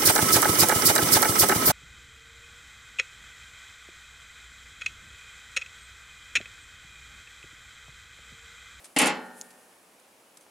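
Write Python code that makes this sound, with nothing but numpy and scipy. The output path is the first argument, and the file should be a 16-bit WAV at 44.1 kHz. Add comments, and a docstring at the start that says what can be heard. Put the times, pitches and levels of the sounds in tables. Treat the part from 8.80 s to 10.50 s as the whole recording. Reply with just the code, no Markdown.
"""Smoker lid slamming shut

A heavy tread-plate lid drops on an outdoor smoker: one edge lands, then the whole rim slams down and
chatters. Each contact clashes steel on steel and feeds the ringing plate; the chamber booms below.
A sharp tick, faint scuffs, a soft knock and a distant bird sit over a thin rustle and quiet garden air.
A limiter ducks the slam."""
import sys
import numpy as np
from scipy import signal
from scipy.fft import irfft
from scipy.io import wavfile
from scipy.ndimage import uniform_filter1d

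SR = 44100
rng = np.random.default_rng(int(sys.argv[2]) if len(sys.argv) > 2 else 0)


def unload_wav(signal):
    """Save mono or channel-first audio to the path in sys.argv[1] as 16-bit WAV at rate SR, clipped to [-1, 1]."""
    wavfile.write(
        sys.argv[1],
        SR,
        np.round(np.clip(np.atleast_2d(signal).T, -1, 1) * 32767).astype(np.int16),
    )


N = 74970
TIME = np.arange(N) / SR
FREQS = np.maximum(np.fft.rfftfreq(N, 1 / SR), 1)

# the lid meets the rim: t/s, plate ring level/dB, edge clash level/dB
RIM_CONTACTS = [(0.163, -21.5, -27.5), (0.1854, -19, -5), (0.196, -21, -18.5), (0.214, -22.5, -16.5),
                (0.2205, -40, -20), (0.241, -37, -31.5), (0.257, -41, -22), (0.267, -42, -21.5),
                (0.2685, -28, -37), (0.276, -38.5, -31), (0.296, -59, -40.5)]
# the lid's clear notes: f/Hz, relative level/dB, t60/s before the SUSTAIN stretch
LID_NOTES = [(170, -20, .4), (188, -26, .9), (197, -21, .45), (235, -21, .75), (253, -23, .8),
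             (261, -17, .42), (298, -16, .36), (319, -14, .4), (394, -26, .7), (434, -29, 1.0),
             (456, -16, .4), (524, -27, .9), (547, -20, .42), (592, -29, .95), (619, -18, .4),
             (743, -19, .42), (764, -26, 1.0), (823, -16, .4), (836, -12, .46), (875, -25, .8),
             (893, -24, .7), (957, -31, .75), (1081, -21, .36), (1124, -21, .4), (1318, -25, .62),
             (1427, -19.5, .7), (1558, -25, .8), (1735, -27, .9), (1841, -26, 1.0), (1901, -18, .28),
             (1940, -15, .3), (2075, -14, .26), (2142, -14, .3), (2287, -17, .35), (2635, -12, .26),
             (2770, -16, .26), (3021, -23, .43), (3068, -21, .28), (4161, -26, .44), (4417, -20, .22),
             (4651, -21, .26), (5120, -26, .28), (6535, -20, .17), (7315, -19, .17), (7509, -17, .17),
             (9255, -13, .08), (9487, -14, .09)]
# tone of the wash of weaker plate modes: f/Hz, relative density/dB
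WASH_SPECTRUM = [(40, -7), (100, -17.5), (170, -12.5), (260, -8.5), (400, -6), (600, -7), (850, -4.5),
                 (1200, -5.5), (1550, -9), (2200, 0.5), (3000, -2.5), (4200, -11.5), (7500, -15),
                 (10500, -22.5), (14500, -59)]
# decay of that wash: f/Hz, t60/s
WASH_DECAY = [(60, 1), (220, 0.66), (800, 0.66), (1500, 0.56), (2300, 0.33), (4500, 0.35), (7500, 0.27),
              (14000, .17)]
# tone of steel on steel at the rim: f/Hz, relative density/dB
CLASH_SPECTRUM = [(60, -30), (250, -9), (1000, -46), (2500, -8), (5000, -12), (7400, -4), (8500, -8),
                  (9400, 3), (10800, -7), (12000, -11), (13200, -25), (14800, -42)]
# stereo image of wash, clash and scuffs: f/Hz, left-right correlation
LID_IMAGE = [(60, 0.46), (160, 1), (300, 0.54), (1000, 0.85), (4500, 0.71), (9000, 0.87), (14000, 0.92)]
# heavy contacts that shake the cooking chamber: t/s, level/dB
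BOOM_HITS = [(0.164, -21), (0.221, -20.5)]
# the chamber's resonances: f/Hz, relative level/dB, t60/s
BOOM_MODES = [(188, -9, 0.17), (261.4, 1, 0.13), (292, -14, 0.085)]
# a small hard contact, then its faint echo: t/s, level/dB
TICK_HITS = [(0.6131, -24.5), (0.6195, -36)]
# their bright ring: f/Hz, relative level/dB, t60/s
TICK_RING = [(5300, -23, 0.0072), (5700, -8.5, .005), (6550, 1, 0.0046), (6980, -6.5, 0.01)]
# gritty scuffs: t/s, level/dB, rise/s, t60/s
SCUFF_STROKES = [(0.0415, -44, 0.0018, 0.11), (0.704, -47, 0.003, 0.049), (1.194, -51, 0.0018, 0.039),
                 (1.570, -43, 0.0018, 0.033), (1.608, -54.5, 0.0037, 0.11)]
# tone of the grit: f/Hz, relative density/dB
SCUFF_SPECTRUM = [(300, -47), (1200, -6.5), (3500, -2.5), (6000, -3), (9000, 4), (11000, -2), (14500, -30)]
# body of the soft knock: f/Hz, relative level/dB, t60/s
KNOCK_MODES = [(547, -17, 0.035), (870, 4, 0.011), (1530, 4, 0.0064)]
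# the bird's slurred notes: t/s, length/s, start f/Hz, end f/Hz, level/dB
BIRD_SLURS = [(1.205, 0.091, 2870, 2400, -71), (1.429, 0.102, 2950, 2860, -70),
              (1.6, .035, 6600, 5700, -65)]
# swells of the rustle: t/s, level/dB
RUSTLE_FADER = [(0, -62.5), (0.14, -65), (0.4, -69), (0.465, -62), (0.51, -72), (0.585, -52.5),
                (0.62, -56.5), (0.74, -65), (0.86, -64.5), (1.3, -71.5), (1.7, -69.5)]
# tone of the rustle: f/Hz, relative density/dB
RUSTLE_SPECTRUM = [(4000, -24), (7500, -7), (9000, -6), (9900, -1.5), (11000, -5), (12500, -17),
                   (15000, -26)]
# drift of the garden air: t/s, level/dB
AIR_FADER = [(0, -55), (0.15, -58), (0.5, -56), (1.0, -58.5), (1.7, -59)]
# tone of the air: f/Hz, relative density/dB
AIR_SPECTRUM = [(15, -66), (25, -40), (59, -17), (92, -18.5), (236, -3.5), (416, -4), (451, -2), (575, -1),
                (936, -4.5), (1190, -5.5), (2050, -10), (2280, -8), (3820, -14.5), (10400, -16),
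                (16000, -24)]
# stereo image of air and rustle: f/Hz, left-right correlation
AIR_IMAGE = [(60, 1), (290, 0.96), (640, 0.78), (1410, 0.46), (3100, 0.47), (6820, 0.85), (15000, 1)]

SUSTAIN = 1.43   # stretches the decay of every lid note
LID_LOW_CUT_HZ, TICK_LOW_CUT_HZ = 173, 2400   # small bodies radiate little bass
TOP_HZ = 16000


def from_db(db):
    """Decibels to gain."""
    return 10 ** (np.asarray(db) / 20)


def flutter(samples):
    """Smoothed random wobble at unit rms."""
    wobble = uniform_filter1d(rng.standard_normal(N), size=samples)
    return wobble / np.sqrt(np.mean(wobble ** 2) + 1e-20)


def at_hz(points, hz):
    """Read a table on a log-frequency axis."""
    table_hz, values = np.transpose(points)
    return np.interp(np.log(hz), np.log(table_hz), values)


def low_cut(x, hz):
    """Second-order high-pass."""
    return signal.sosfilt(signal.butter(2, hz, "high", fs=SR, output="sos"), x)


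def stereo_lines(spectrum, image, weight=1):
    """Stereo spectrum of lines with random phases, for a sound of unit rms."""
    mid, side = np.exp(2j * np.pi * rng.random((2, len(FREQS))))
    alike = np.clip(at_hz(image, FREQS), -1, 1)
    lines = np.sqrt(1 + alike) * mid + np.sqrt(1 - alike) * side * [[1], [-1]]
    lines *= from_db(at_hz(spectrum, FREQS)) * weight
    return lines / irfft(lines, N).std()


def clicks(hits):
    """One impulse per row of t/s, level/dB."""
    out = np.zeros(N)
    for s, db in hits:
        out[int(s * SR)] += from_db(db)
    return out


def ring_out(blows, t60, spread_s=0.0019):
    """Envelope of a struck body: each blow adds energy, which spreads and dies away."""
    keep, fill = from_db(-120 / (t60 * SR)), np.exp(-1 / (spread_s * SR))
    energy = signal.lfilter([1 - fill], np.convolve([1, -keep], [1, -fill]), blows ** 2 + 1e-22)
    return np.sqrt(energy)


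def struck(hits, modes):
    """Clicks set damped sines ringing."""
    out, drive = 0, clicks(hits) + 1e-18
    for hz, db, t60 in modes:
        r, w = from_db(-60 / (t60 * SR)), 2 * np.pi * hz / SR
        out = out + from_db(db) * signal.lfilter([0, np.sin(w)], [1, -2 * r * np.cos(w), r * r], drive)
    return out


def lid(seat_s=0.296, settle_s=0.053, seat_loss_db=3.5):
    """The slam: contacts clash and feed the plate; as the lid seats, the rim soaks up some ring."""
    blows = clicks([(s, db) for s, db, _ in RIM_CONTACTS])
    seating = from_db(-seat_loss_db * np.clip((TIME - seat_s) / settle_s, 0, 1))
    return rim_clash() + (lid_notes(blows) + plate_wash(blows)) * seating + chamber_boom()


def lid_notes(blows, trim_db=-1, tilt_db_per_octave=0.08, kick_rad=0.37, width_rad=0.36):
    """The strongest modes sing out, blurred while each contact kicks their phase."""
    out, contacts = np.zeros((2, N)), np.flatnonzero(blows)
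    kicks = rng.standard_normal((len(LID_NOTES), 32))[:, :len(contacts)]
    ramps = np.clip((TIME - TIME[contacts, None]) / .003, 0, 1)   # a kick takes 3 ms
    offsets = rng.uniform(-0.94, 1, (len(LID_NOTES), 2))
    for (hz, db, t60), kick, (start, apart) in zip(LID_NOTES, kicks, offsets):
        phase = 2 * np.pi * hz * TIME + np.pi * start + kick_rad * (kick @ ramps)
        stereo_phase = phase + width_rad * apart * np.array([[1], [-1]])
        gain = from_db(db + trim_db + tilt_db_per_octave * np.log2(hz / 1000))
        out += np.sqrt(2) * gain * ring_out(blows, t60 * SUSTAIN) * np.sin(stereo_phase)
    return out


def plate_wash(blows, trim_db=-1, spacing_hz=11):
    """A crowd of unevenly spaced plate modes dies away in half-octave bands, the highest first."""
    mode_hz = (np.arange(2000) + rng.random(2000)) * spacing_hz
    is_mode = np.zeros(len(FREQS))
    is_mode[np.searchsorted(FREQS, mode_hz[mode_hz < TOP_HZ])] = 1
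    lines = stereo_lines(WASH_SPECTRUM, LID_IMAGE, is_mode)
    out, edges_hz = 0, 32 * 2 ** np.arange(0, 9.1, .5)
    for low, high in zip(edges_hz, edges_hz[1:]):
        band = irfft(lines * ((FREQS >= low) & (FREQS < high)), N)
        out = out + band * ring_out(blows, at_hz(WASH_DECAY, np.sqrt(low * high)))
    return from_db(trim_db) * out


def rim_clash(t60=0.034):
    """Steel hits steel: a short, bright splash of noise on every contact."""
    blows = clicks([(s, db) for s, _, db in RIM_CONTACTS])
    return irfft(stereo_lines(CLASH_SPECTRUM, LID_IMAGE), N) * ring_out(blows, t60)


def chamber_boom():
    """The hollow cooking chamber booms under the heavy contacts."""
    return low_cut(struck(BOOM_HITS, BOOM_MODES), hz=150)


def ticks():
    """A tiny hard contact and its faint echo run together into one sharp, thin tick."""
    return low_cut(low_cut(struck(TICK_HITS, TICK_RING), TICK_LOW_CUT_HZ), TICK_LOW_CUT_HZ)


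def scuffs(grain_db=4):
    """Short swells of bright noise, roughened by a fast flicker in level."""
    envelope = 0
    for s, db, rise, t60 in SCUFF_STROKES:
        age = np.maximum(TIME - s, 0)
        envelope = envelope + from_db(db - 60 * age / t60) * (1 - np.exp(-age / rise))
    grain = from_db(grain_db * flutter(samples=40))
    return envelope * grain * irfft(stereo_lines(SCUFF_SPECTRUM, LID_IMAGE), N)


def knock(at_s=1.6655, hit_db=-51):
    """One soft tap on a well-damped body."""
    return struck([(at_s, hit_db)], KNOCK_MODES)


def rustle():
    """A thin, high hiss swells and sinks, perhaps leaves."""
    level = from_db(np.interp(TIME, *np.transpose(RUSTLE_FADER)))
    return level * irfft(stereo_lines(RUSTLE_SPECTRUM, AIR_IMAGE), N)


def bird(waver_hz=91.3):
    """Faint, wavering whistles fall in pitch as they swell and fade."""
    out, waver = np.zeros(N), waver_hz * flutter(samples=300)
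    for s, length, start_hz, end_hz, db in BIRD_SLURS:
        progress = np.clip((TIME - s) / length, 0, 1)
        pitch_hz = start_hz + (end_hz - start_hz) * progress + waver
        out += from_db(db) * np.sin(np.pi * progress) * np.sin(2 * np.pi * np.cumsum(pitch_hz) / SR)
    return out


def garden_air():
    """The bed: a murmur of wind and distance, with a thin hiss on top."""
    level = from_db(np.interp(TIME, *np.transpose(AIR_FADER)))
    return level * irfft(stereo_lines(AIR_SPECTRUM, AIR_IMAGE), N)


def scene():
    """The mix: lid up front, small sounds around it, air behind."""
    return low_cut(lid() + knock(), LID_LOW_CUT_HZ) + ticks() + scuffs() + rustle() + bird() + garden_air()


def record(dry):
    """A look-ahead limiter ducks the slam and recovers quickly; a steep low-pass trims the top."""
    threshold_db, attack_s, release_db_per_s = -10, 0.0079, 436
    over_db = np.maximum(20 * np.log10(np.abs(dry).max(axis=0) + 1e-9) - threshold_db, 0)
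    release_db = release_db_per_s * TIME
    held_db = np.maximum.accumulate(over_db + release_db) - release_db
    smooth_db = uniform_filter1d(held_db, size=int(attack_s * SR))
    duck_db = np.interp(TIME + attack_s / 2, TIME, smooth_db)   # starts ahead of the peak
    high_cut = signal.cheby2(16, 70, TOP_HZ + 600, fs=SR, output="sos")
    return signal.sosfilt(high_cut, dry * from_db(-duck_db))


dry = scene()
out = record(dry)
unload_wav(out)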